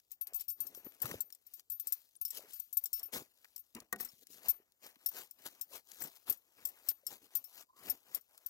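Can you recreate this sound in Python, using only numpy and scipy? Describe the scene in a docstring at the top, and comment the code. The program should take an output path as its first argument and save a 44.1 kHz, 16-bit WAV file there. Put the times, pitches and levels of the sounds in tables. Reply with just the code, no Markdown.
"""Someone works at a hole in lake ice, left of a two-port microphone, in open air without echo.
From the start boots and gloves crunch slush and snow (noise bursts under pressure curves), crusts snap,
lumps give way (short sines) and loose hard metal clinks (decaying modes). A faint chirp falls at 2.2 s;
a ladle lands on the ice at 3.9 s and bounces (rough modes and a noise crack). Crunch and clinks go on; at
7.7 s a rubber sole squeaks in short slips (wavering sine). Faint steady coloured noise throughout."""
import sys
import numpy as np
from scipy import signal
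from scipy.fft import rfft, irfft, next_fast_len
from scipy.io import wavfile
from scipy.ndimage import uniform_filter1d

SR = 44100
rng = np.random.default_rng(int(sys.argv[2]) if len(sys.argv) > 2 else 0)


def amplitude_ratio(level_db):
    """Convert a level in decibels to the matching linear amplitude (field) ratio."""
    exponent = np.asarray(level_db, float) / 20
    return 10 ** exponent


def dump_mix(stems):
    """Bounce the given channels to the path in sys.argv[1] as a 16-bit WAV at rate SR."""
    frames = np.atleast_2d(stems).T  # one column per channel
    limited = np.clip(frames, -1, 1)  # hard clip at full scale
    pcm = np.round(limited * 32767).astype(np.int16)
    wavfile.write(sys.argv[1], SR, pcm)


N = 374409


def unit(x):
    """Scaled to rms 1."""
    return x / np.sqrt(np.mean(x ** 2) + 1e-20)


def along(points, hz):
    """(f/Hz, value) points interpolated on a log frequency axis."""
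    f, v = np.transpose(points)
    return np.interp(np.log(hz + 1), np.log(f + 1), v)


def filtered(x, response):
    """x times a complex response of frequency."""
    m = next_fast_len(N + 8192)
    return irfft(rfft(x, m) * response(np.fft.rfftfreq(m, 1 / SR)), m)[..., :N]


def add(track, s, sound):
    """Lays a sound into a track at time s."""
    part = track[round(s * SR):][:len(sound)]
    part += sound[:len(part)]


def sine(cycles):
    """Sine of a phase counted in cycles."""
    return np.sin(2 * np.pi * cycles)


# background noise, relative density: [f/Hz, level/dB]
BACKGROUND_SPECTRUM = [(18, -48), (30, 5.5), (65, 14), (150, 2), (480, 3.5), (1530, -9.5), (2530, -57.5),
                       (3760, -24), (7470, -2.5), (9230, -17.5), (14500, 3), (16500, -24.5)]


def background():
    """Faint steady background noise, uneven across frequency, unrelated at the two ports."""
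    noise = rng.standard_normal((2, N))
    return amplitude_ratio(-85.5) * unit(filtered(noise, lambda hz: amplitude_ratio(along(BACKGROUND_SPECTRUM, hz))))


# faint falling chirps: [onset t/s, level/dB, first f/Hz, final f/Hz]
CHIRP_EVENTS = [(2.161, -49, 13500, 8100)]


def chirps():
    """A thin whistle drops quickly, levels out and is gone."""
    fall_s, length_s = 0.0045, 0.0075  # decay constant of the pitch, scale of the envelope
    out, t = np.zeros(N), np.arange(SR // 20) / SR
    for s, db, first_hz, last_hz in CHIRP_EVENTS:
        hz = last_hz + (first_hz - last_hz) * np.exp(-t / fall_s)
        envelope = np.e * t / length_s * np.exp(-(t / length_s) ** 2)
        add(out, s, amplitude_ratio(db) * envelope * sine(np.cumsum(hz) / SR))
    return out


# slips of wet rubber on ice: [centre t/s, level/dB, width at 1/e t/s]
RUBBER_SLIPS = [(7.701, -60.5, 0.019), (7.737, -72, 0.019), (7.8, -66.5, 0.099)]


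def flutter():
    """Smoothed noise of rms 1."""
    return unit(uniform_filter1d(uniform_filter1d(rng.standard_normal(N), size=120), size=120))


def squeak():
    """Slipping rubber: an unsteady whistle creeps upward from slip to slip, then levels off."""
    base_hz, creep_hz_per_s, creep_s = 1020, 900, 0.09
    t = np.arange(N) / SR
    since = t - RUBBER_SLIPS[0][0]
    slips = sum(amplitude_ratio(db) * np.exp(-(2 * (t - s) / length) ** 2) for s, db, length in RUBBER_SLIPS)
    level = slips * amplitude_ratio(2.5 * flutter())
    hz = base_hz + creep_hz_per_s * np.clip(since, 0, creep_s)
    waver = 0.07 * np.clip(since / 0.06, 0.2, 1) * flutter()  # grows after the first slip
    return level * sine(np.cumsum(hz * (1 + waver)) / SR)


# single crusts of ice: [t/s, level/dB, relative level of the duller part/dB]
CRUST_SNAPS = [(0.1082, -51, -43), (0.7487, -38.5, -20), (0.921, -50.5, -8), (0.948, -51.5, -33),
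               (1.0027, -47.5, -53), (1.056, -36.5, -1.5), (1.113, -32.5, -2.5), (1.303, -46, -17),
               (1.5956, -41, -24), (2.154, -49, -43), (2.3944, -47, -44.5), (3.4455, -48, -0.5),
               (3.7498, -33.5, -21), (3.8027, -39, -18), (3.9602, -42, -8), (4.27, -43, -47),
               (4.432, -46, -18), (4.721, -57.5, -29), (4.865, -43.5, -30), (4.9576, -57, -1),
               (5.1167, -47.5, -4), (5.888, -50, -30), (5.917, -37, -35), (6.788, -53, -22),
               (8.3777, -43.5, -16)]


def snaps():
    """A snapping crust: a few milliseconds of bright noise with a duller knock under it."""
    bright, dull, t = np.zeros(N), np.zeros(N), np.arange(SR // 30) / SR
    for s, db, dull_db in CRUST_SNAPS:
        add(bright, s, amplitude_ratio(db - 60 * t / 0.019) * rng.standard_normal(len(t)))
        add(dull, s, amplitude_ratio(db + dull_db + 8.5 - 60 * t / 0.026) * rng.standard_normal(len(t)))
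    high = signal.butter(2, 4000, "high", fs=SR, output="sos")
    middle = signal.butter(2, [1000, 3300], "band", fs=SR, output="sos")
    return signal.sosfilt(high, bright) + signal.sosfilt(middle, dull)


# lumps of ice that give way: [onset t/s, level/dB, f/Hz, length scale/cycles]
ICE_LUMPS = [(0.325, -52.5, 583, 1.3), (0.775, -49, 450, 1.15), (0.868, -44.5, 386, 1.2),
             (1.044, -40, 124, 1.65), (1.117, -43, 170, 1.34), (1.1415, -32, 480, 1.5),
             (1.15, -46.5, 99, 1.1), (2.393, -46, 585, 1.7), (3.22, -44.5, 328, 0.75),
             (3.4447, -51.5, 1510, 3.5), (3.4542, -46.5, 1870, 2.2), (3.754, -43, 234, 1.84),
             (3.782, -50.5, 1050, 5.1), (4.135, -62, 154, 0.75), (4.302, -58.5, 366, 1.3),
             (4.6, -59, 387, 1.9), (4.965, -63, 270, 1.3), (7.033, -61.5, 555, 4.9),
             (7.228, -60.5, 292, 2.7), (7.609, -48.5, 680, 2), (7.924, -56, 256, 2.3)]


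def lumps():
    """A lump giving way sounds a few soft cycles, swelling then decaying."""
    out = np.zeros(N)
    for s, db, hz, cycles in ICE_LUMPS:
        turn = np.arange(SR // 10) / SR * hz
        envelope = np.e * 2.16 * (turn / cycles) * np.exp(-2.5 * turn / cycles)
        add(out, s, amplitude_ratio(db) * envelope * sine(turn))
    return out


# ladle landing and bouncing: [t/s, level/dB]
LADLE_HITS = [(3.9265, -24.5), (3.9999, -38.5)]
# modes of bowl and handle: [f/Hz, relative level/dB, t60/s]
LADLE_MODES = [(227, -15, 0.25), (388, -13.5, 0.15), (495, -11.5, 0.11), (741, -13, 0.16),
               (1180, -1, 0.045), (1493, -9, 0.089), (1880, 2.5, 0.066)]


def ladle():
    """Impact on ice: a noise crack, then the dull ring of bowl and handle, roughened by rocking."""
    out, t = np.zeros(N), np.arange(SR // 3) / SR
    for s, db in LADLE_HITS:
        ring = np.zeros(len(t))
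        for hz, mode_db, t60_s in LADLE_MODES:
            rocking_rad = 0.06 * np.cumsum(rng.standard_normal(len(t)))
            ring += amplitude_ratio(mode_db - 60 * t / t60_s) * np.sin(2 * np.pi * hz * t + rocking_rad)
        ring *= amplitude_ratio(-7) * (1 - np.exp(-t / 0.0015))
        crack = amplitude_ratio(5.5 - 60 * t / 0.018) * (1 - np.exp(-t / 0.00088))
        crack *= np.diff(rng.standard_normal(len(t) + 1))
        add(out, s, amplitude_ratio(db) * (ring + crack))
    return out


# contacts of the loose metal piece:
# [t/s, level/dB, longest mode relative/dB, lowest mode relative/dB, ring time before limits/s]
METAL_CONTACTS = [(0.1164, -35.5, -7, -25, 0.096), (0.212, -31, 6, -29, 0.1),
                  (0.271, -33.5, -2, -33, 0.027), (0.3348, -36.5, -10, -12, 0.026),
                  (0.344, -35, 6, -31, 0.2), (0.3581, -34.5, 9, -27, 0.094),
                  (0.3962, -38.5, -2, -10.5, 0.1), (0.408, -32.5, 4, -17, 0.05), (0.42, -48, 5, -19, 0.029),
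                  (0.4819, -35.5, 7, -12.5, 0.45), (0.5026, -31.5, 1.5, -24, 0.12),
                  (0.5229, -52, 13, -13, 0.16), (0.604, -29, 3, -26, 0.12), (0.668, -38, 3, -13, 0.077),
                  (0.751, -47, 5, -17, 0.21), (0.769, -43, 4, -25, 0.12), (0.846, -53, 11, -20.5, 0.23),
                  (1.0182, -30, 8, -17, 0.069), (1.0574, -41.5, 14.5, -30, 0.05),
                  (1.2054, -28.5, 10.5, -32, 0.063), (1.3246, -38, -16, -5, 0.0089),
                  (1.349, -42.5, -3, -14, 0.0083), (1.466, -46.5, 3, -17, 0.062),
                  (1.537, -39.5, -2, -21, 0.12), (1.7, -35, 9, -36, 0.095), (1.718, -37, 8.5, -24, 0.14),
                  (1.798, -30, -4.5, -28, 0.12), (1.871, -29.5, 0.5, -18, 0.093),
                  (1.923, -23, 3, -19.5, 0.067), (2.213, -31.5, 5, -22, 0.091),
                  (2.251, -30, 6, -4.5, 0.082), (2.28, -38, -1, -22, 0.1), (2.305, -32.5, 6, -6, 0.048),
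                  (2.534, -38.5, -3.5, -30, 0.41), (2.598, -34, 14.5, -46, 0.036),
                  (2.728, -35, 1, -26, 0.12), (2.77, -26, 10.5, -16, 0.071), (2.8387, -39, 19, -17, 0.035),
                  (2.857, -29.5, -5, -15, 0.061), (2.9301, -28, 3.5, -10.5, 0.19),
                  (2.995, -36.5, -15, -2.5, 0.026), (3.03, -42.5, 14.5, -6, 0.1),
                  (3.056, -47.5, 17, -9, 0.082), (3.5619, -35, 2, -7.5, 0.022),
                  (3.5787, -42.5, 5, -9, 0.038), (3.592, -44, 4.5, -29.5, 0.077),
                  (4.0056, -34.5, 9.5, -9.5, 0.066), (4.027, -43, 11, -19, 0.055),
                  (4.0482, -34, 5, -13, 0.061), (4.0876, -52, -8, 5.5, 0.051), (4.4843, -24, 3, -17, 0.27),
                  (4.493, -32, 16.5, -13.5, 0.14), (4.5061, -29.5, 12, -11, 0.046),
                  (5.061, -23, 1, -13, 0.078), (5.0874, -33, 10.5, -13, 0.041),
                  (5.3102, -41, 5, -11, 0.024), (5.612, -30.5, 1, -14.5, 0.077), (6.004, -39, 0, -19, 0.18),
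                  (6.021, -30.5, -3, -41, 0.072), (6.038, -33.5, -8, -23, 0.11),
                  (6.0718, -47, 4.5, -3, 0.049), (6.2977, -22.5, 5.5, -21, 0.068),
                  (6.3246, -29, -3, -16, 0.03), (6.372, -57.5, 11.5, -18.5, 0.066),
                  (6.6526, -27.5, 6.5, -13, 0.043), (6.6709, -38.5, 6.5, -20, 0.058),
                  (6.688, -39.5, 1, -18, 0.065), (6.8871, -22, 5.5, -10, 0.057),
                  (6.9006, -34, 2, -21, 0.07), (7.0667, -26, -21, -7.5, 0.081), (7.3523, -24, 4, -32, 0.11),
                  (7.37, -36, -6, -20, 0.084), (7.441, -40.5, -4, -13, 0.15),
                  (7.8982, -28, 8.5, -10.5, 0.068), (8.147, -26.5, 8.5, -8.5, 0.036),
                  (8.155, -32, 2, -26, 0.047), (8.211, -50.5, -3, -14, 0.027),
                  (8.462, -35, 13, -9.5, 0.041)]
# its short-lived modes, before the changes from contact to contact: [f/Hz, relative level/dB, t60/s]
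METAL_MODES = [(6230, -21, .022), (7645, -12, .035), (8690, -11, .025), (9765, -21, .022),
               (11280, -15, .028), (11820, -7, .045), (12075, -9, .04), (13550, -13, .028),
               (14500, -14, .025), (14945, -6, .06)]


def clinks():
    """Every metal contact chatters and rings the modes afresh; the next firm one chokes what still rings."""
    longest_hz, lowest_hz = 14085, 5430
    rings, chatter, t = np.zeros(N), np.zeros(N), np.arange(SR // 3) / SR
    hz, mode_db, mode_t60_s = np.transpose(METAL_MODES)[:, :, None]
    luck = rng.standard_normal((len(METAL_CONTACTS), 2, len(METAL_MODES), 1))
    for (s, db, longest_db, lowest_db, ring_s), (size, phase) in zip(METAL_CONTACTS, luck):
        # the blow is shared unevenly among the short modes
        share = amplitude_ratio(mode_db + 4.35 * size)
        share = share * np.linalg.norm(amplitude_ratio(mode_db + 2.0)) / np.linalg.norm(share)
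        short_t60_s = mode_t60_s * np.clip(ring_s / 0.039, 0.3, 2) ** 0.44
        # loose contact roughens their phase
        rattle_rad = 0.06 * np.cumsum(rng.standard_normal((len(METAL_MODES), len(t))), axis=1)
        held_hz = hz * (1 + 0.0025 * phase)
        short = share * amplitude_ratio(-60 * t / short_t60_s)
        short = short * np.sin(2 * np.pi * held_hz * t + 9 * phase + rattle_rad)
        short = short.sum(axis=0) * (1 - np.exp(-t / 0.0001))
        # the ring holds, then is muffled as the piece settles on cloth
        fade = (t / np.clip(ring_s, 0.03, 0.4)) ** 1.147
        # a fainter twin in opposite phase rings on: the note can dip, then swell again
        lingering = amplitude_ratio(-18.5 - 60 * t / 0.19)
        longest = amplitude_ratio(longest_db) * (amplitude_ratio(-60 * fade) - lingering) * (1 - np.exp(-t / 0.0012))
        longest = longest * sine(longest_hz * (1 + 0.001 * phase[0]) * t)
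        lowest = amplitude_ratio(lowest_db - 82 * fade) * (1 - np.exp(-t / 0.001))
        lowest = lowest * sine(lowest_hz * (1 + 0.003 * phase[1]) * t)
        later = [when - s for when, force_db, *_ in METAL_CONTACTS if when > s and force_db > db - 12]
        choke = np.exp(-np.clip(t - min(later, default=9), 0, None) / 0.00314)
        add(rings, s, amplitude_ratio(db) * (short + longest + lowest) * choke)
        burst = amplitude_ratio(-20.5 - 60 * t / 0.0019) + amplitude_ratio(-14 - 60 * t / 0.068)
        add(chatter, s, amplitude_ratio(db) * burst * rng.standard_normal(len(t)))

    def tuned(f):
        """The chatter keeps the modes going: 120 Hz wide resonances."""
        modes_hz = [lowest_hz, *hz[:, 0], longest_hz]
        return 1 + 0.85 * sum(1j * f * 120 / (c * c - f * f + 1j * f * 120) for c in modes_hz)

    high = signal.butter(2, 3500, "high", fs=SR, output="sos")
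    return rings + signal.sosfilt(high, filtered(chatter, tuned))


def breaks(rate, spread_db, life_s):
    """Crystals break at random, rate per second: an envelope of short bursts of uneven size, rms 1."""
    sizes = amplitude_ratio(spread_db * np.minimum(rng.exponential(size=N), 2.5))
    kicks = (rng.random(N) < rate / SR) * sizes
    decay = np.exp(-np.arange(SR // 20) / SR / life_s)
    return unit(np.abs(signal.fftconvolve(kicks, decay)[:N]))


def grit(spectrum, bursts, hiss):
    """Coloured noise of rms 1 that bursts over a steady bed."""
    noise = (hiss + bursts) * rng.standard_normal(N)
    return unit(filtered(noise, lambda hz: amplitude_ratio(along(spectrum, hz))))


def chips(count, middle_hz, cycles, spread_db):
    """Small pieces of ice knock at random, each a few cycles at its own pitch; rms 1."""
    s, pitch, size = rng.random(count), rng.standard_normal(count), rng.exponential(size=count)
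    k = np.arange(400)
    turn = (middle_hz * np.exp(0.6 * pitch))[:, None] * k / SR
    notes = amplitude_ratio(spread_db * np.minimum(size, 3))[:, None] * turn * np.exp(-2 * turn / cycles) * sine(turn)
    places = (s * N).astype(int)[:, None] + k
    return unit(np.bincount(places.ravel(), notes.ravel())[:N])


# presses of boot or glove into the slush:
# [full pressure t/s, crunch level/dB, scrape level/dB, thud level/dB, build-up scale/s, dying scale/s];
# both scales are limited to 0.01..1 s
SLUSH_PRESSES = [(0, -60.5, -86, -91, .05, -0.03), (0.135, -58, -84, -86, 0.046, 0),
                 (.32, -75, -68, -94, 0.2, 0.2), (0.413, -52.5, -95, -86, 0.07, 0.07),
                 (0.618, -58, -69.5, -67, 0.083, 0.33), (.8, -65, -72, -81, 0.47, 9),
                 (0.869, -57, -58.5, -57.5, 0.045, -0.34), (1.034, -46.5, -50.5, -55.5, 0.041, 0.2555),
                 (1.114, -45.5, -54, -54, 0.11, 0.1245), (1.602, -61.5, -85, -90, 0.29, 0.03),
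                 (1.733, -70.5, -85.5, -94, 0.067, 14), (1.884, -57.5, -77, -99, 0.14, 0.4),
                 (2.347, -47.5, -83, -87, 0.014, 0.18), (2.386, -41, -63, -73, 0.12, -0.02),
                 (2.422, -68, -64.5, -76.5, 0.1, 0.23), (2.518, -52.5, -91, -90, 0.096, 0.24),
                 (2.868, -66.5, -84.5, -101, 0.7, 1), (2.966, -53, -79, -80, 0.03, 0.12),
                 (3.002, -69.5, -69.5, -93, 0.048, 0.5), (3.135, -37, -51, -53, 0.018, 0.1232),
                 (3.166, -42, -48, -51, 0.049, 0.09), (3.421, -68.5, -85.5, -98, 0.28, 0.9),
                 (3.753, -62.5, -60, -58.5, 0.013, 0.17), (4.003, -47.5, -60, -85, 0.03, 0.2),
                 (4.238, -60.5, -102, -77, 0.28, -1), (4.326, -53.5, -90, -71.5, 0.085, 0.25),
                 (4.4, -82, -68, -81, 0.19, 0.46), (4.453, -49, -56, -67, 0.054, 0.17),
                 (4.85, -50.5, -57.5, -72, 0.057, 0.12), (5.065, -63.5, -73, -104, 0.26, 0.1),
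                 (5.187, -42, -52, -64, 0.11, 0.1151), (5.429, -58.5, -68.5, -79, 0.13, 0.5),
                 (5.465, -41, -51.5, -57, 0.028, 0.036), (5.66, -70, -80, -100, 0.33, -9),
                 (5.749, -43, -54, -66.5, 0.072, 0.08), (5.92, -56, -71, -85, 0.12, 0.7),
                 (6.022, -42.5, -52, -63, 0.055, -0.0068), (6.059, -48.5, -55.5, -57, 0.11, 0.06),
                 (6.172, -56, -69.5, -90, 0.055, 0), (6.284, -43.5, -53, -63, 0.033, 0.105),
                 (6.313, -44.5, -52, -48, 0.052, 0), (6.595, -63.5, -69, -75, 0.094, 0.3),
                 (6.78, -63, -70, -96, 0.68, 0.5), (6.916, -50.5, -62, -91, 0.16, 0),
                 (7.125, -46.5, -57.5, -63, 0.087, 0.09), (7.255, -60.5, -72, -73, 0.11, 0.05),
                 (7.36, -57.5, -67, -82, 0.14, 0.17), (7.616, -51.5, -63, -84, 0.26, 0.05),
                 (7.765, -63, -74, -87, 0.012, 0.8), (7.896, -47, -55.5, -58, 0.16, 0.11),
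                 (8.173, -53.5, -60, -72.5, 0.2, 0.04), (8.384, -67, -75, -102, 0.26, 1)]
# slush settling between presses: [crunch level/dB, scrape level/dB, thud level/dB]
SETTLING_DB = [-80, -102, -101]
# slope factors on a fall of 20 dB per scale: [crunch, scrape, thud]
SLOPES = [2.01, 2.23, 2.14]


def pressure():
    """Gains of crunch, scrape and thud: every press builds, then dies away; their powers add."""
    blunt_db = 4.5  # rounds the top of a press
    t = np.arange(0, N, 32)[:, None] / SR
    s, *peaks_db, rise_s, fall_s = np.transpose(SLUSH_PRESSES)
    before, after = (s - t) / np.clip(rise_s, 0.01, 1), (t - s) / np.clip(fall_s, 0.01, 1)
    below_db = 20 * np.where(t < s, before, after)
    below_db = np.hypot(below_db, blunt_db) - blunt_db
    gains = []
    for peak_db, rest_db, slope in zip(peaks_db, SETTLING_DB, SLOPES):
        power = amplitude_ratio(rest_db) ** 2 + (amplitude_ratio(peak_db - slope * below_db) ** 2).sum(axis=1)
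        gains.append(np.interp(np.arange(N) / SR, t[:, 0], np.sqrt(power)))
    return gains


# relative densities of the three layers: [f/Hz, level/dB]
CRUNCH_SPECTRUM = [(700, -42), (1500, -15.5), (3000, -5), (7000, -3), (9200, -6.5), (13500, 2), (16500, -5)]
SCRAPE_SPECTRUM = [(210, -25.5), (350, -12), (497, -10), (924, -8.5), (1280, -9), (3000, -9.5),
                   (3900, -49.5), (6600, -120)]
THUD_SPECTRUM = [(18, -50.5), (55, -2.5), (118, -7), (247, 3), (317, 0.5), (419, 0), (700, -6), (910, -19),
                 (1540, -120)]


def slush():
    """Crushing gives bright grit, scraping duller grit with knocking chips; weight thuds into the ice."""
    crushing, scraping, weight = pressure()
    fine = breaks(rate=1000.0, spread_db=8.5, life_s=0.0008)
    coarse = breaks(rate=300.0, spread_db=5.5, life_s=0.006)
    crunch = grit(CRUNCH_SPECTRUM, 0.6 * fine + 0.3 * coarse, hiss=0.55)
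    scrape = grit(SCRAPE_SPECTRUM, coarse, hiss=0.78)
    scrape = scrape + 0.5 * chips(count=3500, middle_hz=905.0, cycles=3.9, spread_db=4.0)
    thud = grit(THUD_SPECTRUM, coarse, hiss=0.73)
    return crushing * crunch + scraping * scrape + weight * thud


# the housing shades the right port: [f/Hz, left over right level/dB at shade 1]
PORT_SHADOW = [(300, 0), (1200, 4), (4500, 7), (9000, 17.5), (14500, 21)]


def ports(x, scatter_db, shade):
    """Left port leads, right is shaded; the moving body scatters the treble, most at the shaded port."""
    lead_s = 0.00017
    hz, _, z = signal.stft(x, SR, nperseg=256)
    field = rng.standard_normal((2, 2) + z.shape)
    field = unit(uniform_filter1d(uniform_filter1d(field, size=3, axis=2), size=12, axis=3))
    treble = ((hz + 160) / (hz + 900))[:, None]
    gain = 1 + amplitude_ratio(scatter_db)[:, None, None] * treble * (field[0] + 1j * field[1])
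    heard = signal.istft(z * gain, SR, nperseg=256)[1][:, :N]
    sides = np.array([[1], [-1]])  # left, right

    def path(f):
        shadow = amplitude_ratio(shade * along(PORT_SHADOW, f) * (sides - 1) / 2)
        return shadow * np.exp(1j * np.pi * f * lead_s * sides)

    return filtered(heard, path)


def scene():
    """All work is on the left, slush and metal scattered apart, over the background noise."""
    work = ladle() + lumps() + snaps() + squeak() + chirps() + slush()
    ground = ports(work, scatter_db=[-11.0, -3.0], shade=0.97)
    metal = ports(clinks(), scatter_db=[-12.0, -4.0], shade=1.0)
    return metal + ground + background()


def low_pass(x):
    """Removes everything above the highest recorded frequency."""
    return signal.sosfilt(signal.butter(12, 16800, fs=SR, output="sos"), x)


def record(dry):
    """Deep bass rolls off; a steep low-pass near 16 kHz, with a weak constant gain above it."""
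    def response(hz):
        bass = hz ** 2 / (hz ** 2 + 45 ** 2)
        treble = 1 / np.sqrt(1 + (hz / 15950) ** 200)
        return bass * np.maximum(treble, 0.03 * (hz < 16800))  # the weak gain ends at 16.8 kHz

    return low_pass(filtered(dry, response))


dry = scene()
out = record(dry)
dump_mix(out)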